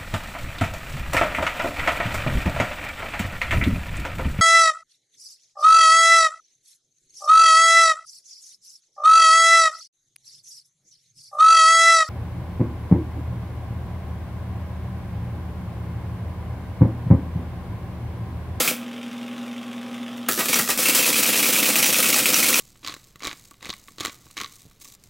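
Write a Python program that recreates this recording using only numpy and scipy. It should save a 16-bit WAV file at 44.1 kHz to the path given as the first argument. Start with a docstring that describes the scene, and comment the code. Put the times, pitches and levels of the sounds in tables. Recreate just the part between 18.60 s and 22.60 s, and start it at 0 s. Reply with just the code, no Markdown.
"""Teletype printer in a small room

The microphone stands close to the machine. It finishes a character, idles on its humming motor, trips
its clutch for a few single cycles, returns the carriage and then prints ten characters a second.
In every cycle the links rattle, the type wheel clacks into place, the hammer strikes, the frame thumps."""
import sys
import numpy as np
from scipy import signal
from scipy.fft import rfft, irfft
from scipy.io import wavfile
from scipy.ndimage import uniform_filter1d

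SR = 44100
rng = np.random.default_rng(int(sys.argv[2]) if len(sys.argv) > 2 else 0)


def unload_wav(signal):
    """Save mono or channel-first audio to the path in sys.argv[1] as 16-bit WAV at rate SR, clipped to [-1, 1]."""
    wavfile.write(
        sys.argv[1],
        SR,
        np.round(np.clip(np.atleast_2d(signal).T, -1, 1) * 32767).astype(np.int16),
    )


N = 176400

FIRST_CYCLE_S, CYCLE_S = 2.3, .1
LATCH_AT_S, WHEEL_AT_S, HAMMER_AT_S, TYPE_AT_S, STEP_AT_S = .002, .0288, .0422, .0441, .0567
CLICK_RISE_S, BELT_HZ = .0007, 11.3

# The printed characters. Each row: latch, wheel stop, hammer, type, carriage step, wheel swing, all in dB.
CHARACTERS = [(-28, -40, -40, -40, -24, -3), (-27, -14.5, -24, -14.5, -15, -1.5),
              (-22, -14, -26, -16, -16, -2.5), (-22, -17, -32, -14.5, -16, -4),
              (-24, -19, -20, -14.5, -21, -0.5), (-15, -14, -20, -15.5, -17, -0.5),
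              (-15, -18, -22, -20, -12.5, 1.5), (-20, -13, -24, -29, -17, 0),
              (-25, -34, -38, -36, -13.5, -4.5), (-21, -12, -11.5, -15, -23, 0.5),
              (-21, -18, -14.5, -13, -17, 0.5), (-13.5, -13.5, -23, -22, -16, 0.5),
              (-12.5, -11.5, -10, -17, -22, 0.5), (-28, -32, -36, -32, -14, -4),
              (-16, -24, -8.5, -18, -21, 1.5), (-13, -11, -26, -18, -18, 1.5),
              (-14, -13.5, -8, -13, -16, 0.5)]
# Loose chatter while the main shaft is engaged. Each row: start and end in seconds, level in dB.
ENGAGED_SPELLS = [(0, 0.11, -25.5), (1.703, 1.788, -33), (1.8, 2.012, -29.5), (2.039, 2.169, -33.5),
                  (2.182, 4.013, -28)]
# Motor and gear hum. Each row: frequency in Hz, level in dB.
HUM_TONES = [(120, -54.5), (200.2, -52.5), (240.1, -33.5), (420.1, -73), (480.4, -60), (540.3, -53),
             (800.3, -53), (1080.5, -60)]
# Gear ticks. 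Each row: start and decay in seconds, level in dB.
TURN_TICKS = [(.013, .003, -36.5), (.0175, .002, -43), (.0295, .0035, -35), (.038, .009, -42.5)]  # timed within each turn of the idling shaft
LONE_TICKS = [(0.680, .003, -41), (1.343, .006, -33.5)]
# Rattling blows. Each row: start, rise and decay in seconds, then links, type wheel and casing in dB.
CYCLE_STROKES = [(.001, 0.00044, 0.011, -21, -21.5, -24), (.025, 0.0024, 0.0036, -17, -47, -25),
                 (.031, 0.0018, 0.018, -19, -22, -29.5), (.0425, 0.00048, 0.0057, -37, -22.5, -24),
                 (.0562, 0.00024, 0.0064, -20, -20.5, -26), (.0618, 0.00036, 0.017, -17.5, -24.5, -27),
                 (.074, .002, .01, -19.5, -25.5, -25.5), (.083, 0.0033, 0.012, -17.5, -44, -32),
                 (.089, 0.0017, 0.007, -20, -22, -28.5), (.094, .001, 0.0053, -34, -22, -24)]  # levers, timed within each printing cycle
LONE_BLOWS = [(.001, 0.0017, 0.022, -16.5, -22, -21.5), (.044, 0.003, 0.031, -40, -37, -24.5),
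              (.075, 0.001, 0.015, -21, -19.5, -21), (.11, .002, 0.0076, -51, -60, -27),
              (1.571, .002, .005, -44, -60, -58), (1.6845, 0.0033, 0.011, -20, -25, -14),
              (1.7755, 0.00071, 0.0069, -26, -27, -20), (1.785, 0.0087, 0.018, -20.5, -38, -20),
              (1.802, 0.0047, 0.014, -30, -24, -25), (1.856, 0.00075, 0.0063, -20.5, -26, -23),
              (1.883, 0.002, 0.04, -21, -26, -28), (1.9275, 0.0042, 0.014, -16.5, -18, -24),
              (1.956, 0.0013, 0.024, -19, -23, -21), (1.986, 0.0043, 0.014, -17, -44, -18.5),
              (2.076, 0.00057, 0.0034, -28, -28, -20), (2.085, 0.0059, 0.0099, -18.5, -32, -21.5),
              (2.099, 0.0036, 0.017, -17, -22, -23), (2.175, 0.00064, 0.0056, -17.5, -27, -28),
              (2.183, 0.0042, 0.051, -19.5, -26.5, -30), (2.202, 0.00063, 0.0036, -14.5, -41, -38),
              (2.215, 0.016, 0.023, -20, -28, -29), (2.255, 0.0024, 0.038, -20.5, -22.5, -25.5),
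              (2.2845, 0.0012, 0.008, -10.5, -29, -37), (2.296, 0.00089, 0.0031, -14, -17, -35),
              (2.348, .0007, 0.013, -12.5, -36, -20), (2.631, 0.0018, .006, -13, -24, -28),
              (3.1558, 0.00066, 0.0055, -16.5, -22, -28), (3.226, .0007, .005, -14, -29, -31),
              (3.6568, .0007, .006, -23, -17, -30)]  # clutch, levers and returning carriage
# Thumps of the cams. Each row: start in seconds, frame level in dB, platen level in dB.
CYCLE_THUMPS = [(.005, -33, -58), (.019, -28.5, -34), (.029, -33.5, -41), (.043, -34.5, -49),
                (.068, -42, -38), (.081, -32.5, -40), (.0905, -27.5, -24)]  # timed within each printing cycle
LONE_THUMPS = [(.005, -24, -18.5), (.114, -32, -24.5), (1.688, -42, -35), (1.792, -34, -41),
               (1.895, -27, -26.5), (1.992, -37, -38), (2.093, -39, -50), (2.191, -25.5, -24.5),
               (2.289, -24, -23)]
# Jolts of the table. 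Each row: start, rise and decay in seconds, level in dB.
TABLE_JOLTS = [(1.685, .01, .09, -50), (2.06, .02, 0.12, -50.5)]
# Single hits. Each row: start in seconds, level in dB.
LONE_STEPS = [(.0757, -20), (.088, -24), (1.929, -19)]
CLUTCH_HITS = [(1.689, -29.5), (1.808, -27.5), (1.995, -22), (2.094, -24.5)]
LEVER_BOUNCES = [(1.7125, -14), (2.012, -15)]
LONE_HAMMER = [(1.9425, -8.5)]
CARRIAGE_HITS = [(2.256, -15.5), (2.286, -24), (2.296, -17.5), (2.395, -19)]
# Colours of the parts at the microphone. Each row: frequency in Hz, relative spectral density in dB.
AIR_COLOUR = [(30, -31), (80, -21.5), (150, -25.5), (225, 14), (350, 0), (520, 4), (880, -5), (1200, 0.5),
              (1700, -10.5), (3400, -9), (4200, -17), (8000, -24), (16000, -29)]
GEAR_COLOUR = [(200, -26), (700, -6), (1200, 0.5), (1700, 2.5), (2600, 5.5), (3600, 4), (4200, -10),
               (5500, -7), (8000, -11), (16000, -22.5)]
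LINK_COLOUR = [(100, -35), (400, -15.5), (900, -10.5), (1400, -7.5), (2500, -7.5), (4000, 1), (6000, 1),
               (8000, 2), (12000, 0.5), (16000, 0.5)]
WHEEL_COLOUR = [(200, -37.5), (900, -15), (1700, -15.5), (2150, -2), (2600, 0.5), (3200, -5.5),
                (4200, -10.5), (8000, -13), (16000, -14.5)]
CASING_COLOUR = [(40, -21), (90, -11.5), (170, 0), (300, 4.5), (650, -0.5), (920, -7), (1250, 2),
                 (1800, -2), (3000, -6), (6000, -16), (16000, -5.5)]
TABLE_COLOUR = [(20, -1), (45, -9), (90, 0), (200, -11), (600, -34), (16000, -70)]
# Modes of the ringing parts. Each row: frequency in Hz, seconds to fade by 60 dB, relative level in dB.
STEEL_MODES = [(1380, 0.095, 0), (1953, 0.13, 9), (2260, 0.041, -8), (2500, 0.023, -3), (2670, 0.17, -6),
               (2960, 0.072, -1), (3130, 0.07, -17), (3350, 0.17, 8.5), (3980, 0.045, 3), (5600, 0.12, -5),
               (6000, 0.18, 4), (6940, 0.093, -6), (8540, 0.049, -6), (8420, 0.057, 11)]
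FRAME_MODES = [(145, 0.058, -11.5), (207.3, 0.16, -10.5), (281, 0.076, -5.5), (293.5, 0.067, -5),
               (320, 0.092, -19)]
PLATEN_MODES = [(508, 0.07, 1), (470, 0.02, -11), (612, .03, -10.5), (796, 0.18, -19.5)]
CLUTCH_MODES = [(814, 0.16, -10), (1209, 0.065, 1.5), (1380, 0.046, 0), (1915, 0.04, 3)]
HAMMER_MODES = [(1400, .012, -15), (2480, .014, -7), (3780, .014, -10), (4480, .01, -9), (5870, .016, 1),
                (6250, .008, -10)]
CARRIAGE_MODES = [(2200, .03, -8), (2665, 0.04, 2.5), (3100, .03, -7)]
# Modes of the short clacks. Each row: frequency in Hz, swell in seconds, relative level in dB.
PAWL_MODES = [(2480, .001, -1), (2950, .0008, -5)]
WHEEL_STOP_MODES = [(2230, .0008, -1), (2750, .0005, -7), (3200, .0006, -8)]
TYPE_MODES = [(1350, .0008, -12), (2450, .001, -.5), (4100, .0007, -9)]


def undb(db):
    """Decibels to gain."""
    return 10 ** (np.asarray(db) / 20)


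def unit(x):
    """Scale a response to unit energy."""
    return x / np.sqrt(np.sum(x ** 2))


def through(x, response):
    """Pass a sound through an impulse response."""
    return signal.fftconvolve(x, response)[:N]


def low_cut(x, hz, order):
    """Roll off the bass."""
    return signal.sosfilt(signal.butter(order, hz, "high", fs=SR, output="sos"), x)


def colour(points, size=4096):
    """Causal response of unit energy with the given spectrum."""
    hz, db = np.array(points).T
    grid = np.maximum(np.fft.rfftfreq(size, 1 / SR), 1)
    cepstrum = irfft(np.log(undb(np.interp(np.log(grid), np.log(hz), db))))
    cepstrum[1:size // 2] *= 2  # fold to minimum phase
    cepstrum[size // 2 + 1:] = 0
    return unit(irfft(np.exp(rfft(cepstrum))))


def ring(modes):
    """Response of a struck part: a sum of fading sines."""
    t = np.arange(SR // 4) / SR
    return sum(undb(db) * np.sin(2 * np.pi * hz * t) * np.exp(-np.log(1000) * t / t60)
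               for hz, t60, db in modes)


def drift(rate_hz):
    """Smooth random drift with a spread near 1."""
    hold = int(SR / rate_hz)
    return uniform_filter1d(np.repeat(rng.standard_normal(N // hold + 1), hold), hold)[:N]


def contacts(power, hold=12, spread_db=.5):
    """Dense tiny metal contacts of uneven size that follow a power envelope."""
    size_db = spread_db * np.clip(rng.standard_normal(N // hold + 1), -2, 2)
    size = np.repeat(undb(size_db), hold)[:N]
    return np.sqrt(power) * rng.standard_normal(N) * size / np.sqrt(np.mean(size ** 2))


def rattle(blows):
    """Each blow sets off a flurry of contacts that dies away."""
    power, t = np.zeros(N), np.arange(SR // 6) / SR
    for start, rise, decay, db in blows:
        i = int(np.clip(start * SR, 0, N - 1))
        shape = np.minimum(t / rise, 1) * np.exp(-np.maximum(t - rise, 0) / decay)
        power[i:i + len(t)] += (undb(db) * shape[:N - i]) ** 2
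    return contacts(power)


def knocks(hits):
    """One clean push for each hit."""
    out = np.zeros(N)
    for start, db in hits:
        out[int(np.clip(start * SR, 0, N - 1))] += undb(db)
    return out


def clack(hits, modes, pitch_scatter=.03):
    """Each hit swells and dies within a few milliseconds, a little different in pitch every time."""
    out, t = np.zeros(N), np.arange(SR // 80) / SR
    for start, db in hits:
        i = int(start * SR)
        for hz, swell, mode_db in modes:
            detune, phase = rng.standard_normal(2)
            envelope = undb(db + mode_db) * t / swell * np.exp(1 - t / swell)
            tone = np.sin(2 * np.pi * (hz * (1 + pitch_scatter * detune) * t + phase))
            out[i:i + len(t)] += (envelope * tone)[:N - i]
    return out


def cycles():
    """The printing cycles. Each row: start in seconds, then latch, wheel, hammer, type and step in dB."""
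    return [(FIRST_CYCLE_S + k * CYCLE_S, *row[:-1]) for k, row in enumerate(CHARACTERS)]


def every_cycle(rows, scatter_s=.0004, scatter_db=1.1, advance_db_per_s=.36):
    """Repeat rows in each cycle, unevenly, louder as the carriage advances."""
    starts = [start for start, *_ in cycles()]
    for start, (*_, swing_db) in zip(starts, CHARACTERS):
        for at, *rest in rows:
            late, loud = rng.standard_normal(2)
            db = scatter_db * loud + advance_db_per_s * (start - np.mean(starts))
            db += swing_db * (.02 < at < .05)  # while the type wheel swings
            yield start + at + scatter_s * late, db, rest


def engaged(levels):
    """A control that takes one value in each spell of the engaged main shaft and is 0 at idle."""
    t = np.arange(N) / SR
    steps = sum(level * ((t >= start) & (t < end))
                for (start, end, _), level in zip(ENGAGED_SPELLS, levels))
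    return np.maximum(uniform_filter1d(steps, 400), 0)


def belt_drag(t, peak_s=.51):
    """Drag of the drive belt, 0 to 1, peaking once a turn."""
    return np.cos(np.pi * BELT_HZ * (t - peak_s)) ** 8


def motor_hum(waver_db=1, waver_rad=.1, flutter_rad=.22, loaded_db=-6.5, belt_dip_db=4.5):
    """The motor hums, less under load, and the belt makes it flutter."""
    t = np.arange(N) / SR
    flutter = flutter_rad * np.sin(2 * np.pi * BELT_HZ * t)
    hum = 0
    for hz, db in HUM_TONES:
        amplitude = np.sqrt(2) * undb(db + waver_db * drift(30.2))
        phase = 2 * np.pi * (hz * t + rng.random()) + flutter + waver_rad * drift(17)
        hum += amplitude * np.sin(phase)
    load_db = loaded_db * engaged(np.ones(len(ENGAGED_SPELLS))) - belt_dip_db * belt_drag(t)
    return hum * undb(load_db)


def motor_air(level_db=-43):
    """The motor stirs the air: a faint, wavering rush."""
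    return undb(level_db + drift(27.85)) * through(rng.standard_normal(N), colour(AIR_COLOUR))


def gear_ticks(turn_s=.05, belt_db=2, gain_db=-1.3):
    """The gears tick in each turn of the idling shaft, harder when the belt drags."""
    ticks = [(s + at, CLICK_RISE_S, decay, db + belt_db * belt_drag(s + at))
             for s in np.arange(0, N / SR, turn_s) for at, decay, db in TURN_TICKS]
    ticks += [(s, CLICK_RISE_S, decay, db) for s, decay, db in LONE_TICKS]
    return undb(gain_db) * through(rattle(ticks), colour(GEAR_COLOUR))


def levers(latch_decay_s=.0042, stop_decay_s=.0032, bounce_gap_s=.0095, bounce_loss_db=2, ring_db=-20.5):
    """Strokes and blows rattle the bright links, the type wheel and the casing; steel parts ring on."""
    blows = LONE_BLOWS + [(s, rise, decay, *np.add(levels, db))
                          for s, db, (rise, decay, *levels) in every_cycle(CYCLE_STROKES)]
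    links = [(s, rise, decay, db) for s, rise, decay, db, _, _ in blows]
    wheel = [(s, rise, decay, db) for s, rise, decay, _, db, _ in blows]
    casing = [(s, rise, decay, db) for s, rise, decay, _, _, db in blows]
    for s, latch_db, stop_db, *_ in cycles():
        links.append((s + LATCH_AT_S, CLICK_RISE_S, latch_decay_s, latch_db))
        links.append((s + WHEEL_AT_S, CLICK_RISE_S, stop_decay_s, stop_db - 3))
    # A loose lever bounces to rest.
    links += [(s + k * bounce_gap_s, CLICK_RISE_S, .0016, db - k * bounce_loss_db)
              for s, db in LEVER_BOUNCES for k in range(7)]
    chatter = contacts(engaged([undb(db) ** 2 for _, _, db in ENGAGED_SPELLS]))
    metal = through(rattle(links) + chatter, colour(LINK_COLOUR))
    metal += through(rattle(wheel), colour(WHEEL_COLOUR))
    metal += through(rattle(casing), colour(CASING_COLOUR))
    return metal + undb(ring_db) * through(metal, unit(ring(STEEL_MODES)))


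def cam_thumps(judder_db=-11, decay_s=.007):
    """The cams shake the frame and knock the hollow platen: a push and a short judder each time."""
    blows = LONE_THUMPS + [(s, *np.add(levels, db)) for s, db, levels in every_cycle(CYCLE_THUMPS)]
    frame = [(s, db) for s, db, _ in blows]
    platen = [(s, db) for s, _, db in blows]
    out = 0
    for hits, modes in ((frame, FRAME_MODES), (platen, PLATEN_MODES)):
        judder = rattle([(s, CLICK_RISE_S, decay_s, db) for s, db in hits]) / np.sqrt(decay_s * SR / 2)
        out += through(knocks(hits) + undb(judder_db) * judder, ring(modes))
    return low_cut(out, hz=150, order=5)


def carriage_pawl(gap_s=.0052, loss_db=5.5):
    """The carriage steps and its pawl bounces: three clacks, each weaker than the last."""
    steps = LONE_STEPS + [(s + STEP_AT_S, db) for s, *_, db in cycles()]
    bounces = [(s + k * gap_s * rng.uniform(1.0, 1.2), db - k * loss_db)
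               for s, db in steps for k in range(3)]
    return clack(bounces, PAWL_MODES)


def table_jolts():
    """The clutch jolts the table under the machine: a low rumble."""
    return through(rattle(TABLE_JOLTS), colour(TABLE_COLOUR))


def clutch_drum():
    """The clutch drum clanks in the single cycles."""
    return through(knocks(CLUTCH_HITS), ring(CLUTCH_MODES))


def hammer(buzz_db=-9, buzz_decay_s=.003, hard_db=-9, dulling=.47, pivot_hz=2480):
    """The hammer drives the type wheel against the paper: a crack, duller when soft, and a short buzz."""
    hits = LONE_HAMMER + [(s + HAMMER_AT_S, db) for s, _, _, db, *_ in cycles()]
    buzz = rattle([(s, CLICK_RISE_S, buzz_decay_s, db) for s, db in hits])
    out = undb(buzz_db) * through(buzz, unit(ring(HAMMER_MODES)))
    for s, db in hits:
        tilt_db_per_octave = dulling * (db - hard_db)
        crack = ring([(hz, t60, mode_db + db + tilt_db_per_octave * np.log2(hz / pivot_hz))
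                      for hz, t60, mode_db in HAMMER_MODES])
        i = int((s + CLICK_RISE_S) * SR)
        out[i:i + len(crack)] += crack[:N - i]
    return out


def carriage_return():
    """The carriage rings as it runs home."""
    return through(knocks(CARRIAGE_HITS), ring(CARRIAGE_MODES))


def type_wheel():
    """Two clacks a character: the wheel stops, then its type meets the platen."""
    stops = [(s + WHEEL_AT_S, db) for s, _, db, *_ in cycles()]
    prints = [(s + TYPE_AT_S, db) for s, *_, db, _ in cycles()]
    return clack(stops, WHEEL_STOP_MODES) + clack(prints, TYPE_MODES)


def room(x, t60_s=.25, first_echo_s=.0053, gain_db=-3.5, paths=6, hold=256):
    """The parts lie all over the machine, so each instant takes one of several paths round the room."""
    t = np.arange(SR // 2) / SR
    fade = np.exp(-np.log(1000) * t / t60_s) * (t > first_echo_s)
    path = np.repeat(rng.integers(0, paths, N // hold + 1), hold)[:N]
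    wet = 0
    for k in range(paths):
        share = uniform_filter1d(1. * (path == k), hold)
        wet += through(x * share, unit(rng.standard_normal(len(t)) * fade))
    return undb(gain_db) * wet


def scene(strike_send_db=-7):
    """The machine from close by with the small room behind it, the same in both channels."""
    hum = motor_hum()
    whirr = motor_air() + gear_ticks()
    table = table_jolts()
    metal = levers() + clutch_drum() + carriage_return()
    clatter = low_cut(metal, hz=115, order=3) + whirr  # small parts radiate no bass
    strikes = low_cut(hammer() + carriage_pawl() + type_wheel(), hz=700, order=2)
    echoes = room(clatter + undb(strike_send_db) * strikes)
    mono = clatter + strikes + echoes + cam_thumps() + table + hum
    return np.array([mono, mono])


def record(dry, top_hz=15900):
    """The recorder behind the microphone cuts the top treble steeply."""
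    return signal.sosfilt(signal.ellip(12, .1, 80, top_hz, fs=SR, output="sos"), dry)


dry = scene()
out = record(dry)
unload_wav(out)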